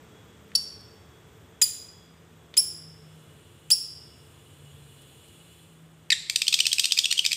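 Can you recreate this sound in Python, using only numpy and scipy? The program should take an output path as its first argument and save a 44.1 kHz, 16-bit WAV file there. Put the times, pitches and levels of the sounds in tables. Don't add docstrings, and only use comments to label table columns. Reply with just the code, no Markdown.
import sys
import numpy as np
from scipy import signal
from scipy.fft import rfft, irfft
from scipy.io import wavfile

SR = 44100
rng = np.random.default_rng(int(sys.argv[2]) if len(sys.argv) > 2 else 0)


def wav_record(signal):
    frames = np.transpose(np.atleast_2d(signal))
    bounded = np.clip(frames, -1, 1)
    quanta = np.round(bounded * 32767).astype(np.int16)
    wavfile.write(sys.argv[1], SR, quanta)


N = 324576
TIME = np.arange(N) / SR

# [f/Hz, relative level/dB]
AIR_SPECTRUM = [(15, -50.5), (25, -40.5), (76, -2), (206, -8), (373, -9.5), (439, -10.5), (734, -16.5),
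                (1290, -17), (2990, -24.5), (3430, -20.5), (4250, -32.5), (7920, -28), (11600, -46),
                (13600, -34.5), (16000, -62)]
# [t/s, air level/dB, rumble level/dB]
BACKGROUND_LEVELS = [(0.0, -57, -59), (0.49, -58, -62), (1.41, -58.5, -57), (1.64, -60, -62),
                     (3.32, -60, -56.5), (3.81, -63, -60), (4.1, -60.5, -53.5), (7.36, -64, -69)]
# [t/s, f/Hz]
HUM_PITCH_PATH = [(0, 170.1), (2, 165.1), (5.15, 139.3), (5.45, 164.5), (6.4, 155.6)]
# [centre t/s, half width/s, level change/dB]
HUM_LEVEL_SWELLS = [(.9, .7, -5), (2.95, .27, 11.5), (4.75, 0.26, 8), (5.9, .45, 4), (6.9, 0.62, -7)]
# [f/Hz, width/Hz, level/dB, silent from t/s]
STEADY_TONES = [(202, 2.1, -63.5, 1.35), (436, 14, -62.5, 1.9), (442.7, 41, -67, 5.9),
                (347.6, 3.5, -70.5, 6.7), (3354, 12, -70, 2.8), (13450, 130, -76.5, 6.5)]
# [f/Hz, relative level/dB]
SIZZLE_SPECTRUM = [(1180, -41.5), (2000, -20), (2620, -5.5), (3010, -3), (3740, -10.5), (4150, -11),
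                   (4940, -20.5), (6420, -31), (6640, -13.5), (8930, -7.5), (12700, -21.5), (13800, -15),
                   (16000, -29.5)]
# [f/Hz, level above the sizzle/dB]
SIZZLE_PEAKS = [(2923, 11.5), (3400, 13), (4070, 8), (5250, 11), (6837, 12), (7430, 11), (8664, 3.5),
                (8818, 7), (9207, 4), (10470, 6.5), (11040, 3), (11364, 11), (12080, 8.5), (14180, 7.5)]
# [t/s, level/dB]
SIZZLE_SWELL = [(0, -77.5), (2.5, -73), (3.2, -63), (4.4, -61), (5.1, -57.5), (5.6, -58), (5.85, -67.5),
                (7.36, -74)]
# [f/Hz, relative level/dB, decay time to -60 dB/s]
ROOM_RING = [(500, -8, .5), (1500, -1, .65), (3000, -.5, .75), (5000, .5, .76), (7000, .5, .62),
             (9500, 1, .52), (15000, 3, .45)]
# [delay/s, gain/dB]
NEAR_ECHOES = [(.0016, -9.5), (.0027, -15.5), (.0046, -23), (.0083, -23.5), (0.0132, -22.5)]
# [t/s, level before decay/dB, centre f/Hz]
TAP_EVENTS = [(.518, -46, 1910), (.742, -63, 11000), (0.81, -56, 10000), (.842, -67, 10140),
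              (2.5405, -37.5, 2950), (3.683, -59, 1510), (5.018, -49, 9000), (5.283, -53, 9000)]
# [f/Hz, gain/dB]
SCRAPE_COLOUR = [(800, -28), (1450, -19), (1900, -11), (2400, -17), (3200, -2.5), (4300, -11), (5200, -7),
                 (6100, -11), (7200, 4), (8800, -9), (12000, -9), (16000, -17)]
# [f/Hz, gain/dB]
CHIRP_COLOUR = [(800, -41.5), (1450, -29), (1950, -13), (2550, -29), (3300, -11), (3900, -13.5),
                (4500, -2.5), (5500, -0.5), (6200, -15), (7400, 6), (8600, -10.5), (10300, -2),
                (12300, -14.5), (14500, -9), (16000, -19.5)]
# [t/s, scrape level/dB, tone delay/s, tone length/s, tone level/dB, start f/Hz, end f/Hz, treble/dB]
CHIRP_EVENTS = [(0.55, -31, .004, .012, -18, 2600, 2790, -7),
                (1.615, -18, 0.0089, 0.024, -17, 2574, 2406, 0.5),
                (2.568, -24.5, .0066, .036, -15, 2400, 2743, 1.5),
                (3.702, -23, .0104, 0.032, -14.5, 2298, 2750, -4.5)]
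# [t/s, level/dB, start f/Hz, end f/Hz, treble/dB]
SQUEAK_EVENTS = [(.5515, -16.5, 4540, 4480, -17), (1.6175, -14.5, 3150, 3680, -7),
                 (2.5705, -26, 3580, 3785, -3), (3.7055, -28.5, 3650, 3690, -6)]
# [f/Hz, gain/dB]
YELP_COLOUR = [(800, -62), (1650, -8.5), (2400, -4), (3900, -2.5), (5000, -8.5), (6200, -18), (7500, -9.5),
               (9200, -24.5), (11500, -26.5), (14000, -53)]
# [t/s, length/s, level/dB, start f/Hz, end f/Hz, roughness 0-1, odd harmonics/dB, treble/dB]
YELP_NOTES = [(6.102, 0.00717, -15.5, 2700, 2243, .56, -6, -1),
              (6.118, .016, -16.5, 2400, 1700, .33, -3, -1)]
# [f/Hz, gain/dB]
PIP_COLOUR = [(700, -32), (1100, -21), (1500, -30), (1950, -7), (2550, -5.5), (3100, 2.5), (5000, 0.5),
              (6500, -2), (8600, 3), (9900, -19.5), (11200, -12.5), (12900, -10.5), (14200, -28),
              (15200, -18), (16000, -35)]
# [length/s (near 0 = silent), level/dB, beak resonance f/Hz]
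CHATTER_SYLLABLES = [(6.297, .0045, -18, 2800, .55, 0.000055, 0, 2),
                     (6.358, .006, -15, 3820, .95, 0, -2, 0), (6.4174, .005, -16.5, 3100, .45, 0, 0, 0),
                     (6.4793, .0058, -14, 4400, .55, 0.0053, -25, 3300),
                     (6.5392, .0085, -14, 4500, .55, 0.01, -20, 2960),
                     (6.6013, .0083, -14, 3480, .25, .007, -21.5, 2702),
                     (6.6658, .0054, -14.5, 4670, .9, .0058, -21.5, 2950),
                     (6.7284, .0058, -15.5, 4200, 1, .007, -23, 3630),
                     (6.7942, .0068, -14.5, 4400, .9, 0.0043, -19, 2949),
                     (6.8544, 0.0045, -16.5, 4100, .9, 0.0086, -19, 3098),
                     (6.9204, .0042, -12.5, 4900, .55, .004, -24.5, 3400),
                     (6.987, .007, -13.5, 4800, .45, .005, -19.5, 2800),
                     (7.0548, 0.0055, -17, 3300, .18, 0.0059, -18, 3873),
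                     (7.1244, .0052, -18, 3000, .85, 0.009, -18.5, 3150),
                     (7.19, .007, -14.5, 3480, .05, 0.0074, -22.5, 3650),
                     (7.2618, .0042, -14, 5100, .55, .0055, -19, 2698),
                     (7.329, .0048, -18, 3600, .9, 0.0046, -19.5, 2700)]

HUM_DB = -61

SCRAPE_S, SCRAPE_START_HZ, SCRAPE_END_HZ = .0112, 2000, 2800
SCRAPE_ROUGH, SCRAPE_ODD_DB, SCRAPE_TREBLE_DB = .85, 0, -1
SQUEAK_S, SQUEAK_ROUGH, SQUEAK_ODD_DB = .0088, .16, -4
TONE_LOCK_S, TONE_ODD_DB = .0017, -17

SHARP_START_HZ, SHARP_REACH, SHARP_ARCH_OCTAVES = 2600, 1.08, .38
SHARP_ROUGH, SHARP_JITTER = .66, .025
SHARP_TREBLE_DB, SHARP_BEAK_DB = -8.3, 14
HARSH_DROP_OCTAVES, HARSH_TREBLE_DB, HARSH_BEAK_DB = .85, 7.5, -7
SOFT_LEAD_S, SOFT_PITCH_SHARE, SOFT_GLIDE_OCTAVES = .0098, .9, .3
SOFT_TREBLE_DB, SOFT_ROUGH_PER_S = -7.5, 120
STUTTER_FROM_S, STUTTER_LEAD_S, STUTTER_DB = 6.82, .006, -10

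TOP_HZ = 15550


def undb(db):
    return 10 ** (np.asarray(db) / 20)


def level(x, db=0):
    return x * undb(db) / np.sqrt(np.mean(x ** 2) + 1e-20)


def curve(rows):
    s, *columns = np.transpose(rows)
    return [np.interp(TIME, s, c) for c in columns]


def colour(hz, points):
    f, db = np.transpose(points)
    return np.interp(np.log(hz + 1), np.log(f), db)


def noise(gain, size):
    spectrum = rfft(rng.standard_normal(size))
    hz = np.arange(size // 2 + 1) * SR / size
    return level(irfft(spectrum * gain(hz), size))


def bell(centre_hz, width_hz):
    return lambda hz: 1 / (1 + ((hz - centre_hz) / width_hz) ** 2)


def treble_rise(hz, from_hz, span_hz):
    return np.clip((hz - from_hz) / span_hz, 0, 1)


def add(out, s, x):
    i = int(s * SR)
    out[i:i + len(x)] += x[:max(0, N - i)]


def wavering_hum(waver_db=2.4):
    hz = curve(HUM_PITCH_PATH)[0] * (1 + 0.011 * noise(bell(0, 7.8), N))
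    swells = sum(db * np.exp(-((TIME - s) / width) ** 2) for s, width, db in HUM_LEVEL_SWELLS)
    hum_db = HUM_DB + swells + waver_db * noise(bell(0, 7), N)
    return np.sqrt(2) * np.sin(2 * np.pi * np.cumsum(hz) / SR) * undb(hum_db)


def steady_tones(fade_s=0.78):
    out = np.zeros(N)
    for f, width, db, end in STEADY_TONES:
        fade = np.clip((end - TIME) / fade_s, 0, 1)
        out += noise(bell(f, width / 2), N) * undb(db) * fade
    return out


def background(air_db=4, rumble_db=-2):
    air_level, rumble_level = curve(BACKGROUND_LEVELS)
    air = noise(lambda f: undb(colour(f, AIR_SPECTRUM)), N) * undb(air_level + air_db)
    rumble = noise(lambda f: bell(100, 35)(f) * np.clip(f / 75, 0, 1) ** 4, N)
    rumble = rumble * undb(rumble_level + rumble_db)
    return air + rumble + wavering_hum() + steady_tones()


def sizzle(width_hz=24, flicker_db=0.2):
    def gain(f):
        peaks = sum(db * bell(hz, width_hz)(f) for hz, db in SIZZLE_PEAKS)
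        return undb(colour(f, SIZZLE_SPECTRUM) + peaks)

    flicker = flicker_db * noise(bell(0, 20), N)
    return noise(gain, N) * undb(curve(SIZZLE_SWELL)[0] + flicker)


def room_ring(build_s, treble_db):
    t = TIME[:SR]
    hz, db, t60 = np.transpose(ROOM_RING)
    db = db + treble_db * treble_rise(hz, 4500, 3000)
    bins_hz = np.arange(SR // 2 + 1)
    ring = 0
    for k, share in enumerate(np.eye(len(hz))):
        band_gain = np.sqrt(np.interp(bins_hz, hz, share))
        band = irfft(rfft(rng.standard_normal(SR)) * band_gain, SR)
        ring = ring + undb(db[k] - 60 * t / t60[k]) * band
    return ring * (1 - np.exp(-t / build_s))


def room(x, tail_db=-11.0, early_db=-14, early_s=0.026, build_s=0.0055, direct_db=-1, treble_db=0,
         scatter_hz=4600):
    t = TIME[:SR]
    ring = room_ring(build_s, treble_db)
    scatter = noise(bell(scatter_hz, 11000), SR) * np.exp(-t / early_s) * np.clip(t / 0.0048, 0, 1)
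    response = (level(ring, tail_db) + level(scatter, early_db)) / np.sqrt(SR)
    for delay, echo_db in NEAR_ECHOES:
        response[int(delay * SR)] += undb(echo_db)
    return undb(direct_db) * x + signal.fftconvolve(x, response)[:N]


def taps(ring_s=0.0034):
    out, t = np.zeros(N), TIME[:1024]
    for s, db, hz in TAP_EVENTS:
        add(out, s, undb(db) * noise(bell(hz, hz / 2), len(t)) * np.exp(-t / ring_s))
    return out


def syrinx(hz, gain_db, count=10):
    phase = 2 * np.pi * np.cumsum(hz) / SR
    out = 0
    for k in range(1, count + 1):
        below_nyquist = k * hz < SR / 2
        out = out + undb(gain_db(k, k * hz)) * below_nyquist * np.sin(k * phase)
    return out


def call_note(shape, length, db, start_hz, end_hz, rough, odd_db, treble_db,
              settle=3.2, jitter=0.1504, fade_db=6, rasp_db=-5):
    size = int(length * SR)
    u = np.linspace(0, 1, size)
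    settled = (1 - np.exp(-settle * u)) / (1 - np.exp(-settle))
    hz = start_hz + (end_hz - start_hz) * settled
    hz = hz * np.exp(jitter * rough * noise(bell(0, 620), size))

    def throat(f):
        return colour(f, shape) + treble_db * treble_rise(f, 6000, 3500)

    tone = level(syrinx(hz, lambda k, f: throat(f) + odd_db * (k % 2)))
    rasp = rough * undb(rasp_db) * noise(lambda f: undb(throat(f)), size)
    edge = np.clip(np.minimum(u * length / 0.0014, (1 - u) / 0.26), 0, 1)
    swell = np.sin(np.pi / 2 * edge) ** 2
    return level((tone + rasp) * swell * undb(-fade_db * u), db)


def chirps():
    out = np.zeros(N)
    for s, scrape_db, after, length, db, start_hz, end_hz, treble_db in CHIRP_EVENTS:
        scrape = call_note(SCRAPE_COLOUR, SCRAPE_S, scrape_db, SCRAPE_START_HZ, SCRAPE_END_HZ,
                           SCRAPE_ROUGH, SCRAPE_ODD_DB, SCRAPE_TREBLE_DB)
        tone = call_note(CHIRP_COLOUR, length, db, start_hz, end_hz,
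                         TONE_LOCK_S / length, TONE_ODD_DB, treble_db)
        add(out, s, scrape)
        add(out, s + after, tone)
    for s, db, start_hz, end_hz, treble_db in SQUEAK_EVENTS:
        squeak = call_note(CHIRP_COLOUR, SQUEAK_S, db, start_hz, end_hz,
                           SQUEAK_ROUGH, SQUEAK_ODD_DB, treble_db)
        add(out, s, squeak)
    return out


def yelp():
    out = np.zeros(N)
    for s, *note in YELP_NOTES:
        add(out, s, call_note(YELP_COLOUR, *note, settle=2.48, fade_db=3))
    return out


def pip(length, db, pitch_hz, glide, beak_hz, treble_db, rough,
        arch=0.29, beak_db=11, jitter=0.04, rasp_db=-15, smooth_db=-30):
    size = int(length * SR)
    u = np.linspace(0, 1, size)
    wander = jitter * rough * noise(bell(0, 720), size)
    octaves = glide * (u - .5) - arch * (2 * u - 1) ** 2 + wander
    hz = pitch_hz * 2 ** octaves

    def throat(f):
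        beak = beak_db * bell(beak_hz, 500)(f)
        return colour(f, PIP_COLOUR) + beak + treble_db * treble_rise(f, 4500, 3000)

    doubling_db = smooth_db * max(1 - rough, 0)
    tone = level(syrinx(hz / 2, lambda k, f: throat(f) + (k % 2) * doubling_db, count=16))
    rasp = undb(rasp_db) * noise(lambda f: undb(throat(f)), size)
    return level((tone + rasp) * np.abs(np.sin(np.pi * u)) ** 1.2, db)


def soft_pip(length, db, beak_hz):
    rough = min(SOFT_ROUGH_PER_S * length, 1)
    return pip(length, db, SOFT_PITCH_SHARE * beak_hz, SOFT_GLIDE_OCTAVES, beak_hz,
               SOFT_TREBLE_DB, rough, beak_db=7.5)


def sharp_pip(length, db, beak_hz, harsh):
    start_hz = SHARP_START_HZ * 2 ** (-HARSH_DROP_OCTAVES * harsh)
    glide = SHARP_REACH * np.log2(beak_hz / start_hz)
    middle_hz = start_hz * 2 ** (glide / 2)
    treble_db = SHARP_TREBLE_DB + HARSH_TREBLE_DB * harsh
    beak_db = SHARP_BEAK_DB + HARSH_BEAK_DB * harsh
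    return pip(length, db, middle_hz, glide, beak_hz, treble_db, SHARP_ROUGH,
               arch=SHARP_ARCH_OCTAVES, beak_db=beak_db, jitter=SHARP_JITTER)


def chatter():
    out = np.zeros(N)
    for s, length, db, beak_hz, harsh, soft_length, soft_db, soft_hz in CHATTER_SYLLABLES:
        add(out, s, sharp_pip(length, db, beak_hz, harsh))
        if soft_length > 0:
            start = s - SOFT_LEAD_S - soft_length / 2
            add(out, start, soft_pip(soft_length, soft_db, soft_hz))
            if s > STUTTER_FROM_S:
                add(out, start - STUTTER_LEAD_S, soft_pip(soft_length, soft_db + STUTTER_DB, soft_hz))
    return out


def scene():
    behind = background() + sizzle()
    side_on = room(chirps() + taps())
    turned = room(yelp() + chatter(), tail_db=-9, early_db=-14.5, treble_db=5, scatter_hz=8500)
    return (behind + side_on + turned)[None]


def record(dry):
    rounded = .9 * np.tanh(dry / .9)
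    low_pass = signal.ellip(10, .2, 80, TOP_HZ, fs=SR, output="sos")
    return signal.sosfilt(low_pass, rounded)


dry = scene()
out = record(dry)
wav_record(out)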